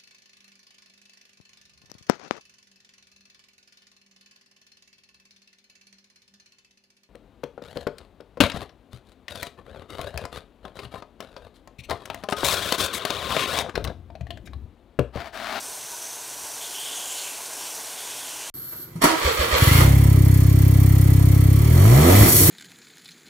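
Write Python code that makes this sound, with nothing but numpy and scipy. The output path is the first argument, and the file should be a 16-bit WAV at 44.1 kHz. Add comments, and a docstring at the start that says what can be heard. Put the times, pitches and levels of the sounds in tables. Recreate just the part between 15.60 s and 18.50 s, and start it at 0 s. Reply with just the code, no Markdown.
"""Marinated chicken sizzles on a ribbed electric grill in a kitchen, almost in mono.
Countless tiny bubbles burst over a steam hiss while juice simmers in the grooves. Tongs push a wet
piece over the hot ribs and turn it; steam trapped under the meat escapes in fizzy, gliding whistles.
Drops of fat pop now and then, and appliances hum faintly behind it all."""
import sys
import numpy as np
from scipy import signal
from scipy.fft import rfft, irfft
from scipy.io import wavfile
from scipy.ndimage import uniform_filter1d

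SR = 44100
rng = np.random.default_rng(int(sys.argv[2]) if len(sys.argv) > 2 else 0)


def to_wav(sig):
    """Store sig (one row per channel, or 1-D mono) as 16-bit WAV at the path in sys.argv[1].

    Samples outside -1..1 are clipped; the rate is SR.
    """
    pcm = np.clip(np.atleast_2d(sig), -1, 1) * 32767
    pcm = np.round(pcm).astype(np.int16)
    wavfile.write(sys.argv[1], SR, pcm.T)  # frames by channels


N = 127890
T = np.arange(N) / SR
HZ = np.fft.rfftfreq(N, 1 / SR)

# Tone of the sizzling fat: frequency_hz, gain_db
SIZZLE_TONE = [(1120, -25.5), (1900, -11), (2970, -8.5), (3870, -9), (4150, -8), (4490, -8.5), (5080, -8.5),
               (5500, -5.5), (5950, -4), (7680, -5), (8760, -3.5), (11800, -8.5), (15500, -13)]
# Loudness of the sizzle: time_s, level_db
SIZZLE_LEVEL = [(0, -36.5), (.25, -37.5), (.75, -37), (1.0, -35.5), (1.35, -35), (1.6, -34.5), (1.85, -36),
                (2.03, -35), (2.3, -36), (2.58, -35), (2.9, -35.5)]
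# Brightness of the sizzle, highest while fresh marinade meets the plate: time_s, tilt_db_per_octave
SIZZLE_BRIGHTNESS = [(0, 0), (.8, -0.5), (1.3, -0.9), (1.7, -0.4), (2.05, -0.5), (2.35, -1.1), (2.9, -1.4)]
# Tone of the simmering juice, with the room's rumble: frequency_hz, gain_db
SIMMER_TONE = [(15, -45), (25, -17), (54, -23), (86, -18.5), (120, -10), (160, -12.5), (227, -12.5),
               (267, -4.5), (400, -3), (544, -1.5), (653, 2), (756, 2), (958, -.5), (1100, 0), (1260, -6.5),
               (1510, 1), (1950, -8.5)]
# Loudness of the simmer: time_s, level_db
SIMMER_LOUDNESS = [(0, -44), (.25, -46), (.7, -45.5), (.9, -44.5), (1.1, -45), (1.35, -44), (1.8, -43.5),
                   (2.2, -44), (2.55, -44.5), (2.9, -44)]
# Notes at which the grill plate rings: pitch_hz, width_hz, gain_db
PLATE_NOTES = [(444, 52, 4), (634, 70, 3), (871, 49, 8), (973, 64, 6.5), (1467, 60, -2), (1600, 56, -2)]
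# Steam under the piece being pushed: time_s, pitch_hz, level_db
PUSHED_WHISTLE = [(1.0, 3450, -54), (1.017, 3420, -42), (1.065, 3330, -44), (1.10, 3250, -46),
                  (1.135, 3060, -46), (1.15, 3070, -38), (1.19, 3140, -39), (1.27, 3320, -40.5),
                  (1.38, 3210, -38.5), (1.47, 3180, -43.5), (1.53, 3060, -40.5), (1.62, 2980, -43),
                  (1.675, 2740, -40.5), (1.71, 2660, -44.5), (1.76, 2560, -50), (1.84, 2600, -56)]
# Steam under that piece once it is laid down again: time_s, pitch_hz, level_db
SETTLING_WHISTLE = [(2.365, 3300, -54), (2.388, 3300, -43.5), (2.46, 3370, -48), (2.6, 3360, -45.5),
                    (2.75, 3000, -47.5), (2.81, 2900, -43.5), (2.9, 3200, -51)]
# Steam seeping from under the resting meat: time_s, pitch_hz, level_db
RESTING_WHISTLE = [(0, 6070, -51), (.22, 5970, -50), (.33, 6080, -41), (.405, 6050, -43),
                   (.44, 5940, -38.5), (.485, 6100, -43), (.56, 6300, -44.5), (.68, 5880, -48.5),
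                   (.92, 5850, -45), (1.15, 6100, -55)]
# Short jets of steam: start_s, length_s, pitch_hz, filter_width_hz, level_db
STEAM_JETS = [(0, 0.19, 8730, 1000, -45), (1.18, 0.23, 8400, 1400, -45), (1.193, 0.456, 9600, 1720, -46),
              (1.32, 0.376, 7040, 1900, -41.5), (1.332, 0.097, 6400, 1100, -40.5),
              (1.484, .06, 7400, 2200, -36), (1.544, 0.13, 3520, 900, -46), (1.55, 0.1, 4350, 1700, -43),
              (1.98, 0.17, 2980, 1200, -46), (1.91, 0.29, 5600, 900, -49.5)]
# Larger pops of fat: start_s, peak_before_echo_db, pitch_hz
FAT_POPS = [(0.3173, -22, 6900), (1.263, -19.5, 3130), (1.273, -22, 3180), (1.4567, -21, 6900),
            (1.678, -22, 2780), (1.674, -25, 7240), (2.067, -31, 7200), (2.153, -20, 7100),
            (2.181, -28, 6000)]
# Meat and tongs bumping the plate: start_s, peak_db
PLATE_BUMPS = [(.845, -38), (1.314, -37), (2.008, -31.5), (2.18, -37), (2.865, -33.5)]
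# Dull thuds of handling: start_s, pitch_hz, level_db
DULL_THUDS = [(.088, 65, -58), (.24, 172, -56), (.77, 65, -61), (.83, 85, -54)]
# The tongs squeaking as they open: middle_s, pitch_hz, level_db
TONG_SQUEAKS = [(.302, 972, -49), (.34, 950, -39)]
# Hum of mains-powered appliances: pitch_hz, level_db
HUM_TONES = [(60, -80.5), (120, -70), (199, -73.5)]
# Tone of a very faint stereo width added to an otherwise mono sound: frequency_hz, gain_db
FAINT_WIDTH_TONE = [(30, -14), (100, -28), (250, -65), (3000, -68), (6000, -71), (12000, -55.5)]


def sizzle(spits_per_s=100, patch_db=0.63, flutter_db=0.44, tilt_pivot_hz=7000):
    """Tiny bursts and sharp spits over a steam hiss; patches of the plate flare up and calm down."""
    bursts = bubbles(per_s=6000, spread_db=3.0, low_hz=2150, high_hz=14800, cycles=2.74)
    spits = normalize(rng.uniform(-0.45, 1, N) * (rng.random(N) < spits_per_s / SR))
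    sound = amp(-5) * kitchen_echo(bursts) + amp(-24.5) * spits
    sound += amp(-2.5) * rng.standard_normal(N)  # hiss
    # Split the sound into a grid of pitch and time, so each patch can swell by itself.
    hz, times, grid = signal.stft(shape_tone(sound, SIZZLE_TONE), SR, nperseg=512, noverlap=384)
    patches = uniform_filter1d(rng.standard_normal(grid.shape), size=9, axis=0)
    patches = normalize(uniform_filter1d(patches, size=18, axis=1))
    octaves = np.log2(np.maximum(hz, 1000) / tilt_pivot_hz)
    tilt_db = octaves[:, None] * curve(SIZZLE_BRIGHTNESS, times)
    grid *= amp(patch_db * patches + tilt_db)
    sound = signal.istft(grid, SR, nperseg=512, noverlap=384)[1][:N]
    return normalize(sound) * amp(curve(SIZZLE_LEVEL) + flutter_db * wander(rate_hz=28))


def bubbles(per_s, spread_db, low_hz, high_hz, cycles, sizes=24):
    """Each bursting bubble rings very briefly; smaller bubbles ring higher."""
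    out = np.zeros(N)
    for hz in np.geomspace(low_hz, high_hz, sizes):
        rings = resonate(clicks(per_s / sizes, spread_db), hz, width_hz=hz / cycles)
        out += normalize(rings) * np.sqrt(hz)
    return normalize(out)


def simmer(blips_per_s=1200, spread_db=2.5, top_hz=1740, flutter_db=0.1):
    """Larger bubbles burst in the juice in the grooves and also make the plate ring."""
    blips = kitchen_echo(bubbles(blips_per_s, spread_db, low_hz=182, high_hz=1900, cycles=2.12))
    wash = rng.standard_normal(N)
    juice = shape_tone(amp(-14) * blips + amp(-4) * wash, SIMMER_TONE)
    juice = normalize(signal.sosfilt(signal.butter(6, top_hz, fs=SR, output="sos"), juice))
    ring = normalize(plate_ring(clicks(blips_per_s, spread_db)))
    level_db = curve(SIMMER_LOUDNESS) + flutter_db * wander(rate_hz=18)
    return normalize(juice + amp(-4) * ring) * amp(level_db)


def plate_ring(taps):
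    """The grill plate answers each tap with a few notes that die away fast."""
    return sum(amp(db) * resonate(taps, hz, width_hz) for hz, width_hz, db in PLATE_NOTES)


def steam_whistle(path, band_width_hz=820, sputter_db=1.0):
    """Steam sputters out from under the meat; its pitch glides as the gap changes."""
    pitch_hz = curve(path)
    puffs = clicks(per_s=9000, spread_db=1.7) * amp(sputter_db * wander(rate_hz=230))
    # Shift the pitch down to zero, filter, and shift back: only a band around the pitch is left.
    spin = np.exp(2j * np.pi * np.cumsum(pitch_hz) / SR)
    low_pass = signal.butter(3, band_width_hz / 2, fs=SR, output="sos")
    band = (signal.sosfilt(low_pass, puffs / spin) * spin).real
    core = steam(pitch_hz, filter_width_hz=450, sputter_db=0.4)
    whistle = normalize(normalize(band) + amp(-2.5) * core)
    sounding = (T > path[0][0]) & (T < path[-1][0])
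    return whistle * amp(curve(path, column=2)) * sounding


def steam_jets(fade_s=0.027):
    """Short jets of escaping steam, each fading in and out."""
    out = np.zeros(N)
    for start_s, length_s, hz, width_hz, db in STEAM_JETS:
        to_edge_s = np.minimum(T - start_s, start_s + length_s - T)
        fade = np.clip(to_edge_s / min(fade_s, length_s / 2), 0, 1)
        out += amp(db) * fade * steam(hz, width_hz)
    return out


def steam(hz, filter_width_hz, sputter_db=2.9):
    """Tiny puffs stream through a narrow wet gap, which rings around one pitch."""
    puffs = clicks(per_s=8000, spread_db=1) * amp(sputter_db * wander(rate_hz=210))
    for _ in range(3):  # each pass narrows the band
        puffs = resonate(puffs, hz, filter_width_hz)
    return normalize(puffs)


def fat_pops(decay_s=0.0011):
    """Single drops of fat burst in a short spray."""
    out, t = np.zeros(N), T[:SR // 20]
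    for start_s, db, hz in FAT_POPS:
        spray = rng.standard_normal(len(t)) * np.exp(-t / decay_s)
        pop = resonate(spray, hz, width_hz=850)
        add(out, start_s, amp(db) * pop / abs(pop).max())
    return out


def bumps_and_thuds(bump_decay_s=0.017, thud_rise_s=0.008):
    """Moving the meat makes soft bumps that ring the plate, and low, dull thuds."""
    out, t = np.zeros(N), T[:SR // 3]
    for start_s, db in PLATE_BUMPS:
        ring = plate_ring(rng.standard_normal(len(t)) * np.exp(-t / bump_decay_s))
        add(out, start_s, amp(db) * ring / abs(ring).max())
    swell = t / thud_rise_s * np.exp(1 - t / thud_rise_s)
    for start_s, hz, db in DULL_THUDS:
        add(out, start_s, amp(db) * swell * np.sin(2 * np.pi * hz * t))
    return out


def tong_squeaks(swell_s=0.016, overtone_ratio=1.58):
    """The tongs squeak softly as they open: a short note with a weaker, higher one."""
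    out = np.zeros(N)
    for middle_s, hz, db in TONG_SQUEAKS:
        phase = 2 * np.pi * hz * T
        tone = np.sin(phase) + amp(-6) * np.sin(overtone_ratio * phase)
        swell = np.exp(-((T - middle_s) / swell_s) ** 2)
        out += amp(db) * swell * tone
    return out


def appliance_hum(waver_db=1.6):
    """The kitchen's appliances hum in faint, low, wavering tones."""
    out = np.zeros(N)
    for hz, db in HUM_TONES:
        peak = np.sqrt(2) * amp(db + waver_db * wander(rate_hz=2.8))
        out += peak * np.sin(2 * np.pi * (hz * T + rng.random()))
    return out


def kitchen_echo(sound, spots=4, fade_60db_s=0.26, echo_db=-2):
    """The sound hops between spots on the plate, and the room gives each its own short echo."""
    t, echo = T[:SR // 3], np.zeros(N)
    active_spot = rng.integers(0, spots, N // 64 + 1).repeat(64)[:N]
    for spot in range(spots):
        tail = rng.standard_normal(len(t)) * amp(-60 * t / fade_60db_s) * (t > .003)
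        share = np.sqrt(abs(uniform_filter1d((active_spot == spot) * 1., size=64)))  # smooth hops
        echo += signal.fftconvolve(sound * share, tail / np.linalg.norm(tail))[:N]
    return (sound + amp(echo_db) * echo) / np.hypot(1, amp(echo_db))


def clicks(per_s, spread_db):
    """Random clicks, many small and a few large."""
    size = amp(spread_db * np.minimum(rng.exponential(1, N), 5))
    return normalize(size * rng.choice([-1, 1], N) * (rng.random(N) < per_s / SR))


def resonate(sound, hz, width_hz):
    """Makes a sound ring at a steady or gliding pitch; a smaller width rings longer."""
    spin = np.exp(2j * np.pi * np.cumsum(hz * np.ones(len(sound))) / SR)
    decay = np.exp(-np.pi * width_hz / SR)
    return 2 * (spin * signal.lfilter([1 - decay], [1, -decay], sound / spin + 1e-18)).real


def wander(rate_hz):
    """A smooth random wobble, mostly slower than rate_hz."""
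    spectrum = rfft(rng.standard_normal(N)) * (HZ > 1)
    return normalize(irfft(spectrum / (1 + (HZ / rate_hz) ** 2), N))


def shape_tone(sound, points):
    """Turns frequencies up or down along a line through the given points."""
    hz, db = np.transpose(points)
    gain = amp(np.interp(np.log(HZ + 1), np.log(hz + 1), db))
    return irfft(rfft(sound) * gain, N)


def curve(rows, times=T, column=1):
    """Joins the values in one column of a time table with straight lines."""
    rows = np.array(rows)
    return np.interp(times, rows[:, 0], rows[:, column])


def add(mix, start_s, sound):
    """Mixes a sound in at its start time."""
    part = mix[round(start_s * SR):][:len(sound)]
    part += sound[:len(part)]


def amp(db):
    """Turns decibels into a number to multiply by."""
    return 10 ** (np.asarray(db) / 20)


def normalize(sound):
    """Scales a sound to an average strength (rms) of 1."""
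    return sound / np.sqrt(np.mean(sound ** 2) + 1e-20)


def scene():
    """Everything sits in the middle, with only a trace of stereo width."""
    frying = sizzle() + simmer()
    whistles = sum(steam_whistle(path) for path in (PUSHED_WHISTLE, SETTLING_WHISTLE, RESTING_WHISTLE))
    middle = frying + whistles + steam_jets() + kitchen_echo(fat_pops())
    middle += bumps_and_thuds() + tong_squeaks() + appliance_hum()
    side = shape_tone(np.roll(frying, N // 2), FAINT_WIDTH_TONE)  # time-shifted, so unlike the middle
    return np.array([middle + side, middle - side])


def record(dry):
    """Cuts off the very highest treble."""
    low_pass = signal.firwin(801, cutoff=15660, window=("kaiser", 9), fs=SR)
    return signal.oaconvolve(dry, low_pass[None], "same")


dry = scene()
out = record(dry)
to_wav(out)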